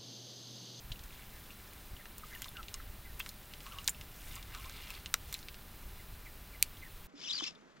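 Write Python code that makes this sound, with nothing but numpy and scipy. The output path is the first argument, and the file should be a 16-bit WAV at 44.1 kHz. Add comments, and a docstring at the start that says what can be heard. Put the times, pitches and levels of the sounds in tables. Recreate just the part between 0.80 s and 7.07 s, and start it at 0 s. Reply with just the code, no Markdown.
"""Ducks forage in muddy shallows among reeds: bills click and tick, mud smacks and bubbles plop,
each a tiny push that rings briefly. Three times there is a sharp snap. One duck dabbles, stirring up
bubbles and spray. Ducklings peep and an adult clucks softly, using both sides of the voice box.
Light air rumbles on a mono microphone that has its own hiss and a faint electrical buzz."""
import sys
import numpy as np
from scipy import signal
from scipy.fft import rfft, irfft
from scipy.io import wavfile
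from scipy.ndimage import uniform_filter1d

SR = 44100
rng = np.random.default_rng(int(sys.argv[2]) if len(sys.argv) > 2 else 0)


def file_out(sig):
    """Save sig as 16-bit WAV at sys.argv[1]."""
    # one column per channel
    cols = np.atleast_2d(sig).T
    # limit, then scale
    lim = np.clip(cols, -1, 1)
    pcm = np.round(lim * 32767).astype(np.int16)
    wavfile.write(sys.argv[1], SR, pcm)


N = 276507
TIME = np.arange(N) / SR

# Levels in a table compare its rows; the functions set the final loudness.
# tone colour of still outdoor air and microphone hiss: f/Hz, level/dB
HISS_SPECTRUM = [(120, -7.5), (200, -8), (329, -11), (361, -16.5), (396, -8), (562, -10), (1200, -10),
                 (1700, -10.5), (1800, -10), (1900, -12.5), (3770, -14.5), (4060, -15), (6800, -21.5),
                 (12500, -16), (15000, -10.5), (16500, -15.5)]
# tones of the electrical buzz: f/Hz, level/dB
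BUZZ_TONES = [(200, -75.5), (400, -77), (600, -77.5), (800, -77.5), (1000, -78.5), (1200, -79.5),
              (1400, -78), (2400, -85), (4000, -76.5)]
# tone colour of air flowing over the microphone: f/Hz, level/dB
RUMBLE_SPECTRUM = [(8.8, -19), (15, 2), (42, -1), (199, -16.5), (251, -19.5), (363, -21.5), (400, -27.5),
                   (520, -48), (880, -120)]
# strength of the breeze: t/s, level/dB
BREEZE_LEVELS = [(0, -51), (0.7, -55), (1.5, -53.5), (2.2, -49.5), (2.6, -54), (3.6, -50), (4.7, -52.5),
                 (6.27, -52.5)]
# puffs of air at their peak: t/s, level/dB
AIR_PUFFS = [(0.11, -33), (1.13, -35.5), (2.1, -36), (2.18, -54), (3.2, -43), (3.86, -42), (5.06, -40.5),
             (5.33, -41.5)]
# the adult's clucks: t/s, length/s, starting f/Hz, level/dB
ADULT_CLUCKS = [(2.855, 0.037, 1063, -54.5), (2.911, 0.016, 1280, -54.5), (2.919, 0.03, 1113, -54.5),
                (2.954, 0.052, 1067, -55.5), (3.559, 0.023, 1045, -56.5), (3.739, .03, 1088, -53.5),
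                (3.771, 0.038, 1026, -59), (3.843, 0.034, 1015, -57)]
# duckling peeps: t/s, length/s, starting f/Hz, level/dB, second voice against the first/dB
DUCKLING_PEEPS = [(.225, 0.035, 2140, -67, -12), (0.517, .075, 2065, -66, -5),
                  (0.823, .035, 2100, -68, -10), (1.191, .033, 2170, -57, -14),
                  (1.508, 0.024, 2010, -54.5, -4), (1.526, .05, 2183, -52, -23),
                  (1.749, .072, 1594, -52, -8), (1.957, 0.025, 2200, -62, -12),
                  (1.985, .028, 2115, -57, -10), (2.236, .09, 2210, -61.5, -18),
                  (5.184, .04, 2300, -65, -8), (5.45, .045, 2300, -57.5, -4), (5.729, .038, 2440, -60, -13),
                  (6.013, .034, 2350, -57, -3), (6.04, 0.044, 2160, -59, -14)]
# spells of dabbling: t/s, length/s, splash level/dB, spray level/dB
DABBLING_SPELLS = [(0.343, 0.079, -63, -68), (1.467, 0.21, -64, -63), (2.45, 0.032, -66, -61),
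                   (2.87, 0.21, -65, -63), (3.41, .11, -63, -59.5), (3.544, 0.018, -55.5, -57),
                   (3.74, 0.12, -57, -61.5), (3.944, 0.22, -54.8, -62), (4.512, .06, -62, -60.5)]
# tone colour of the splashing: f/Hz, level/dB
SPLASH_SPECTRUM = [(410, -31), (700, 5), (933, 5.5), (1130, -1), (1240, 0.5), (2170, 5.5), (3030, 5.5),
                   (6000, -6), (7800, -21), (13200, -120)]
# bubbles that plop as a bill lifts: t/s, level/dB, ringing f/Hz
BUBBLE_PLOPS = [(0.1186, -19, 3080), (0.159, -32, 2780), (0.7058, -29, 2700), (1.166, -31, 2950),
                (1.4346, -25, 1220), (1.55, -26.5, 2910), (1.626, -25, 3230), (1.7688, -23, 2850),
                (1.9991, -28, 1340), (2.4029, -15.5, 2680), (2.4088, -18.5, 3240), (3.147, -29, 2640),
                (4.1517, -28, 4400)]
# wet smacks of mud: t/s, level/dB, ringing f/Hz, q (higher rings longer), decay/ms
MUD_SMACKS = [(0.238, -30.5, 5000, 2.4, 22), (0.9345, -34, 4000, 1, 14), (1.382, -25, 4930, 1, 20),
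              (1.552, -30, 12000, 1.6, 13), (1.62, -17, 1540, 1.2, 21), (1.691, -30, 9500, 1.3, 13),
              (2.3934, -25.5, 12000, 1.6, 13), (2.3976, -20, 1080, 8.6, 20), (2.4914, -20.8, 4180, 4.5, 16),
              (3.0939, -10, 7350, 5.8, 9.4), (3.098, -19, 7500, 1.6, 76), (3.5555, -25, 7200, 3.7, 12),
              (4.1045, -19, 2680, 16, 31), (4.527, -17, 1500, 1.4, 24), (4.542, -12.5, 4000, 8.3, 6.8)]
# ringing tones of each snap: f/Hz, width before broadening/Hz, level/dB
THIN_SNAP_TONES = [(3820, 370, 1), (6900, 700, -2), (7720, 590, -5), (9500, 610, -6.5), (11100, 230, -23),
                   (13600, 260, -27), (14200, 370, -21), (14900, 260, -5)]
WOODY_SNAP_TONES = [(1306, 100, 7), (2170, 370, 2), (3830, 220, 5), (5010, 240, -1), (5730, 87, 7.5),
                    (7350, 660, 1), (9900, 550, -4.5), (12200, 450, -5.5), (14200, 580, -5)]
BRIGHT_SNAP_TONES = [(2380, 140, 5.5), (4500, 230, 3.5), (5830, 300, 0.5), (8100, 980, 1.5),
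                     (10400, 350, 4), (12700, 570, 2), (13700, 330, -16), (14400, 290, 0.5)]
# the thin, woody and bright snap in turn: t/s, level/dB, smear (0 to 1)
SHARP_SNAPS = [(3.0768, -2, 0.34), (4.3402, 0, 0.4), (5.8257, 4.5, 0.66)]
# dry bill clicks: t/s, level/dB, ringing f/Hz, q, treble cut f/Hz
DRY_CLICKS = [(0.1218, -21, 3900, 6.5, 2600), (0.1928, -29.5, 3800, 6, 6000),
              (1.2562, -25.5, 1500, 2, 2700), (1.644, -21, 3050, 6, 5000), (1.6573, -26, 1100, 6.3, 4500),
              (1.6832, -26, 3770, 7, 3000), (1.83, -26, 3230, 2.5, 3000), (1.8836, -22.5, 2830, 3.9, 4000),
              (1.9415, -16.5, 6300, 4.8, 5470), (1.942, -22.5, 2600, 1, 4000),
              (1.944, -25.5, 1160, 5, 9000), (2.402, -17, 1600, 1.9, 2100), (2.4623, -20.5, 1570, .9, 3000),
              (2.7371, -23, 3100, 2.1, 3000), (2.805, -27, 2520, 3.3, 4000),
              (2.8656, -24.5, 1300, 1.8, 4030), (2.9221, -26.5, 2900, 7, 3000),
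              (2.9859, -19, 2900, 6, 4000), (3.044, -26.5, 6160, 2, 5000), (3.0794, -9, 3740, 2.1, 10000),
              (3.0839, -10.5, 1690, 4.8, 8000), (3.0838, -20.5, 965, 0.74, 1500),
              (3.2121, -23.5, 2140, 1, 5070), (3.6278, -26, 3160, 1.1, 3030), (3.7489, -21, 1110, .8, 4020),
              (3.8968, -25, 1100, 1.1, 6500), (4.26, -16.5, 2320, 0.84, 4000), (4.3441, -21, 620, .7, 1800),
              (4.5482, -20, 2660, 2, 4000), (4.5908, -30, 4930, 1.8, 4000), (4.629, -30, 3740, 2, 3000),
              (4.6854, -20, 2630, 2, 3000), (4.744, -28, 1100, 1, 5000), (5.9706, -32, 3180, 4, 3000)]


def from_db(db):
    """Turn decibels into a factor to multiply by."""
    return 10 ** (np.asarray(db) / 20)


def rms_one(x):
    """Scale a steady sound to an average power of 1."""
    return x / np.sqrt(np.mean(x ** 2) + 1e-20)


def energy_one(x):
    """Scale a short sound to a total energy of 1."""
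    return x / np.sqrt(np.sum(x ** 2) + 1e-20)


def add(track, s, sound):
    """Mix a sound in, starting at s seconds."""
    at = int(s * SR)
    track[at:at + len(sound)] += sound[:N - at]


def keep_band(x, hz, side, order=1):
    """Keep the "low" or "high" side of hz; a higher order cuts more steeply."""
    return signal.sosfilt(signal.butter(order, min(hz, .45 * SR), side, fs=SR, output="sos"), x)


def coloured(x, spectrum):
    """Give a sound a tone colour that fades beyond the table's ends; power 1."""
    hz, db = np.transpose(spectrum)
    f = np.maximum(np.arange(N // 2 + 1) * SR / N, 1)
    gain = from_db(np.interp(np.log(f), np.log(hz), db))
    fade = np.minimum(1, np.minimum(f / hz[0], hz[-1] / f)) ** 2
    return rms_one(irfft(rfft(x) * gain * fade, N))


def resonance(x, hz, width_hz):
    """Ring at one pitch; a narrower width rings longer."""
    r = np.exp(-np.pi * width_hz / SR)
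    feedback = [1, -2 * r * np.cos(2 * np.pi * hz / SR), r * r]
    return signal.lfilter(np.array([1, 0, -1]) * (1 - r * r) / 2, feedback, x + 1e-18)


def drift(per_s):
    """Slow random wandering, about 1 in size."""
    points = rng.standard_normal(256)
    return rms_one(np.interp(TIME * per_s, np.arange(len(points)), points))


def click(hz, q, top_hz, decay_ms):
    """One sudden push and a dying crowd of tiny ones make a bill or pocket ring; energy 1."""
    ms = np.arange(4096) * 1000 / SR
    push = 0.74 * energy_one(rng.standard_normal(len(ms)) * from_db(-60 * ms / decay_ms))
    push[0] += 1
    angle = 2 * np.pi * hz / SR
    damping = np.sin(angle) / (2 * q)
    ring = signal.lfilter([1, -2, 1], [1 + damping, -2 * np.cos(angle), 1 - damping], push)
    ring = keep_band(ring, hz, "high")
    return energy_one(keep_band(ring, top_hz, "low", order=2))


def hiss_and_buzz(hiss_db=-56):
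    """Air and microphone hiss evenly over a thin electrical buzz."""
    hiss = from_db(hiss_db) * coloured(rng.standard_normal(N), HISS_SPECTRUM)
    buzz = sum(from_db(db) * np.sqrt(2) * np.sin(2 * np.pi * (hz * TIME + rng.random()))
               for hz, db in BUZZ_TONES)
    return hiss + buzz


def wind(puff_db=-2, puff_width_s=0.0095, swing_db=1.5, murmur_db=-52.5, split_hz=130):
    """A restless breeze and a few puffs thump in the deep bass, under a steady, higher murmur."""
    flow = coloured(rng.standard_normal(N), RUMBLE_SPECTRUM)
    even_flow = flow / np.sqrt(uniform_filter1d(flow ** 2, size=4000) + 1e-6)
    breeze_db = np.interp(TIME, *np.transpose(BREEZE_LEVELS))
    breeze = from_db(breeze_db + swing_db * drift(per_s=12))
    puffs = sum(from_db(db + puff_db) * np.exp(-((TIME - s) / puff_width_s) ** 2 / 2)
                for s, db in AIR_PUFFS)
    thumps = keep_band(np.hypot(breeze, puffs) * even_flow, split_hz, "low", order=3)
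    return thumps + from_db(murmur_db) * keep_band(flow, split_hz, "high", order=3)


def reed_echo(x, echo_db, fade_s, dull_hz=8000):
    """Stems and bank scatter a short echo that drops 60 dB in fade_s."""
    t = np.arange(SR // 4) / SR
    echoes = rng.standard_normal(len(t)) * from_db(-60 * t / fade_s) * np.minimum(t / 0.0029, 1)
    echoes = energy_one(keep_band(echoes, dull_hz, "low"))
    return from_db(echo_db) * signal.fftconvolve(x, echoes)[:N]


def duck_note(length, start_hz, glide, second_db, waver, flutter, second_ratio=1.11, lag_s=0.00198):
    """The two sides of the voice box sing a short slide, one a little higher and later."""
    progress = np.linspace(0, 1, int(length * SR))
    pitch = start_hz * (1 + glide * progress ** 0.758)   # slides fastest at first
    sides = []
    for ratio in (1, second_ratio):
        wobbles = rms_one(keep_band(rng.standard_normal((2, 8192)), 320, "low", order=2))
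        shake, tremble = wobbles[:, -len(progress):]
        phase = 2 * np.pi * np.cumsum(ratio * pitch * (1 + waver * shake)) / SR
        swell = np.abs(np.sin(np.pi * progress)) ** 0.55 * (1 + flutter * tremble)
        tone = np.sin(phase) + from_db(-19) * np.sin(2 * phase)
        sides.append(np.sqrt(2) * swell * tone)
    lag = int(lag_s * SR)
    return np.pad(sides[0], (0, lag)) + from_db(second_db) * np.pad(sides[1], (lag, 0))


def clucks(gain_db=-1.5):
    """The adult's clucks are low and hoarse, and rise a little."""
    out = np.zeros(N)
    for s, length, hz, db in ADULT_CLUCKS:
        cluck = duck_note(length, hz, glide=0.086, second_db=-11, waver=.04, flutter=.6)
        add(out, s, from_db(db + gain_db) * cluck)
    return out


def peeps(gain_db=-1.2):
    """Duckling peeps slide down; strong ones are nearly clean, faint ones hoarse."""
    out = np.zeros(N)
    for s, length, hz, db, second_db in DUCKLING_PEEPS:
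        hoarse = np.interp(db, [-62, -51], [1, 0])
        peep = duck_note(length, hz, glide=-0.22, second_db=second_db,
                         waver=.011 + .018 * hoarse, flutter=.35 + .25 * hoarse)
        add(out, s, from_db(db + gain_db) * peep)
    return out


def stirring(rise_s=0.13, fall_s=0.067, swing_db=1.1):
    """Strength of splash and spray: each spell swells, holds and fades over a slight lapping."""
    lapping = from_db(swing_db * drift(per_s=3.14))
    splash, spray = from_db(-68.5) * lapping, from_db(-67) * lapping
    for s, length, splash_db, spray_db in DABBLING_SPELLS:
        swell = np.interp(TIME, [s - rise_s, s, s + length, s + length + fall_s], [0, 1, 1, 0])
        splash = np.hypot(splash, from_db(splash_db) * swell)
        spray = np.hypot(spray, from_db(spray_db) * swell)
    return splash, spray


def droplets(per_s, low_hz, high_hz, q, spread_db, pitch_count=16):
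    """Tiny bubbles and drops appear at random, each ringing for a few cycles."""
    sizes = from_db(spread_db * np.minimum(rng.exponential(1, N), 4)) * rng.choice([-1, 1], N)
    pushes = sizes * (rng.random(N) < per_s / SR)
    choice = rng.integers(0, pitch_count, N)
    pitches = np.geomspace(low_hz, high_hz, pitch_count)
    return rms_one(sum(resonance(pushes * (choice == k), hz, hz / q) for k, hz in enumerate(pitches)))


def ticks(splash, per_s=24, middle_hz=3200, spread_octaves=0.27, gain_db=24.5):
    """Sieving bills tick faintly at random, as strongly as the water is stirred."""
    out = np.zeros(N)
    times = np.cumsum(rng.exponential(1, 256)) / per_s
    chance = np.clip(rng.standard_normal((256, 2)), -2, 2)
    for s, (extra_db, pitch_step) in zip(times, chance):
        if s < TIME[-1]:
            hz = middle_hz * 2 ** (spread_octaves * pitch_step)
            strength = splash[int(s * SR)] * from_db(gain_db + extra_db)
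            add(out, s, strength * click(hz, q=3.2, top_hz=hz, decay_ms=16.5))
    return out


def dabbling(splash_db=-0.5, spray_db=-1.5, spray_top_hz=12000):
    """A bill sieves the water: bubbles and ticks in the middle range, fine spray above."""
    splash, spray = stirring()
    bubbles = droplets(per_s=1500, low_hz=1000, high_hz=5000, q=7, spread_db=3.3)
    drops = droplets(per_s=2200, low_hz=4500, high_hz=15000, q=4, spread_db=3.2)
    bubbling = from_db(splash_db) * splash * coloured(bubbles, SPLASH_SPECTRUM)
    spraying = from_db(spray_db) * spray * rms_one(keep_band(drops, spray_top_hz, "low"))
    return bubbling + ticks(splash) + spraying


def plops():
    """Bubbles ring with a clear pitch as a bill lifts."""
    out = np.zeros(N)
    for s, db, hz in BUBBLE_PLOPS:
        add(out, s, from_db(db) * click(hz, q=11.5, top_hz=0.96 * hz, decay_ms=6.6))
    return out


def smacks():
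    """Pockets in the wet mud ring with a bright smack."""
    out = np.zeros(N)
    for s, db, hz, q, decay_ms in MUD_SMACKS:
        add(out, s, from_db(db) * click(hz, q, top_hz=16000, decay_ms=decay_ms))
    return out


def smeared_push(smear):
    """Tiny echoes spread one push out in time without changing its tone colour."""
    push = signal.unit_impulse(2048)
    for lag in rng.integers(3, 14, 4):
        gap = np.zeros(lag - 1)
        push = signal.lfilter(np.r_[smear, gap, 1], np.r_[1, gap, smear], push)
    return push


def snaps(broadening=1.9, bass_cut_hz=950):
    """A hard break sets several short, overlapping tones ringing at once."""
    out = np.zeros(N)
    tone_sets = (THIN_SNAP_TONES, WOODY_SNAP_TONES, BRIGHT_SNAP_TONES)
    for (s, db, smear), tones in zip(SHARP_SNAPS, tone_sets):
        push = smeared_push(smear)
        ring = sum((-1) ** k * from_db(tone_db) * resonance(push, hz, broadening * width)
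                   for k, (hz, width, tone_db) in enumerate(tones))
        add(out, s, from_db(db) * energy_one(keep_band(ring, bass_cut_hz, "high", order=3)))
    return out


def bill_clicks(usual_db=-27, usual_decay_ms=16.5, halving_db=22):
    """Bills click dryly; harder clicks die away faster and so sound crisper."""
    out = np.zeros(N)
    for s, db, hz, q, top_hz in DRY_CLICKS:
        decay_ms = usual_decay_ms * 2 ** ((usual_db - db) / halving_db)
        add(out, s, from_db(db) * click(hz, q, top_hz, decay_ms))
    return out


def scene():
    """Ducks, echoes, wind and hiss reach one microphone that feeds both channels."""
    small = bill_clicks() + smacks() + plops() + peeps() + clucks() + dabbling()
    small += resonance(small, hz=14500, width_hz=2600)   # the microphone's opening rings, adding sparkle
    sharp = snaps()
    small += reed_echo(small, echo_db=-8, fade_s=0.044)
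    sharp += reed_echo(sharp, echo_db=-20.5, fade_s=0.065)
    mono = small + sharp + wind() + hiss_and_buzz()
    return np.stack([mono, mono])


def record(dry):
    """The highest treble, above 15900 Hz, is cut steeply."""
    return signal.sosfilt(signal.ellip(12, .1, 80, 15900, fs=SR, output="sos"), dry)


dry = scene()
out = record(dry)
file_out(out)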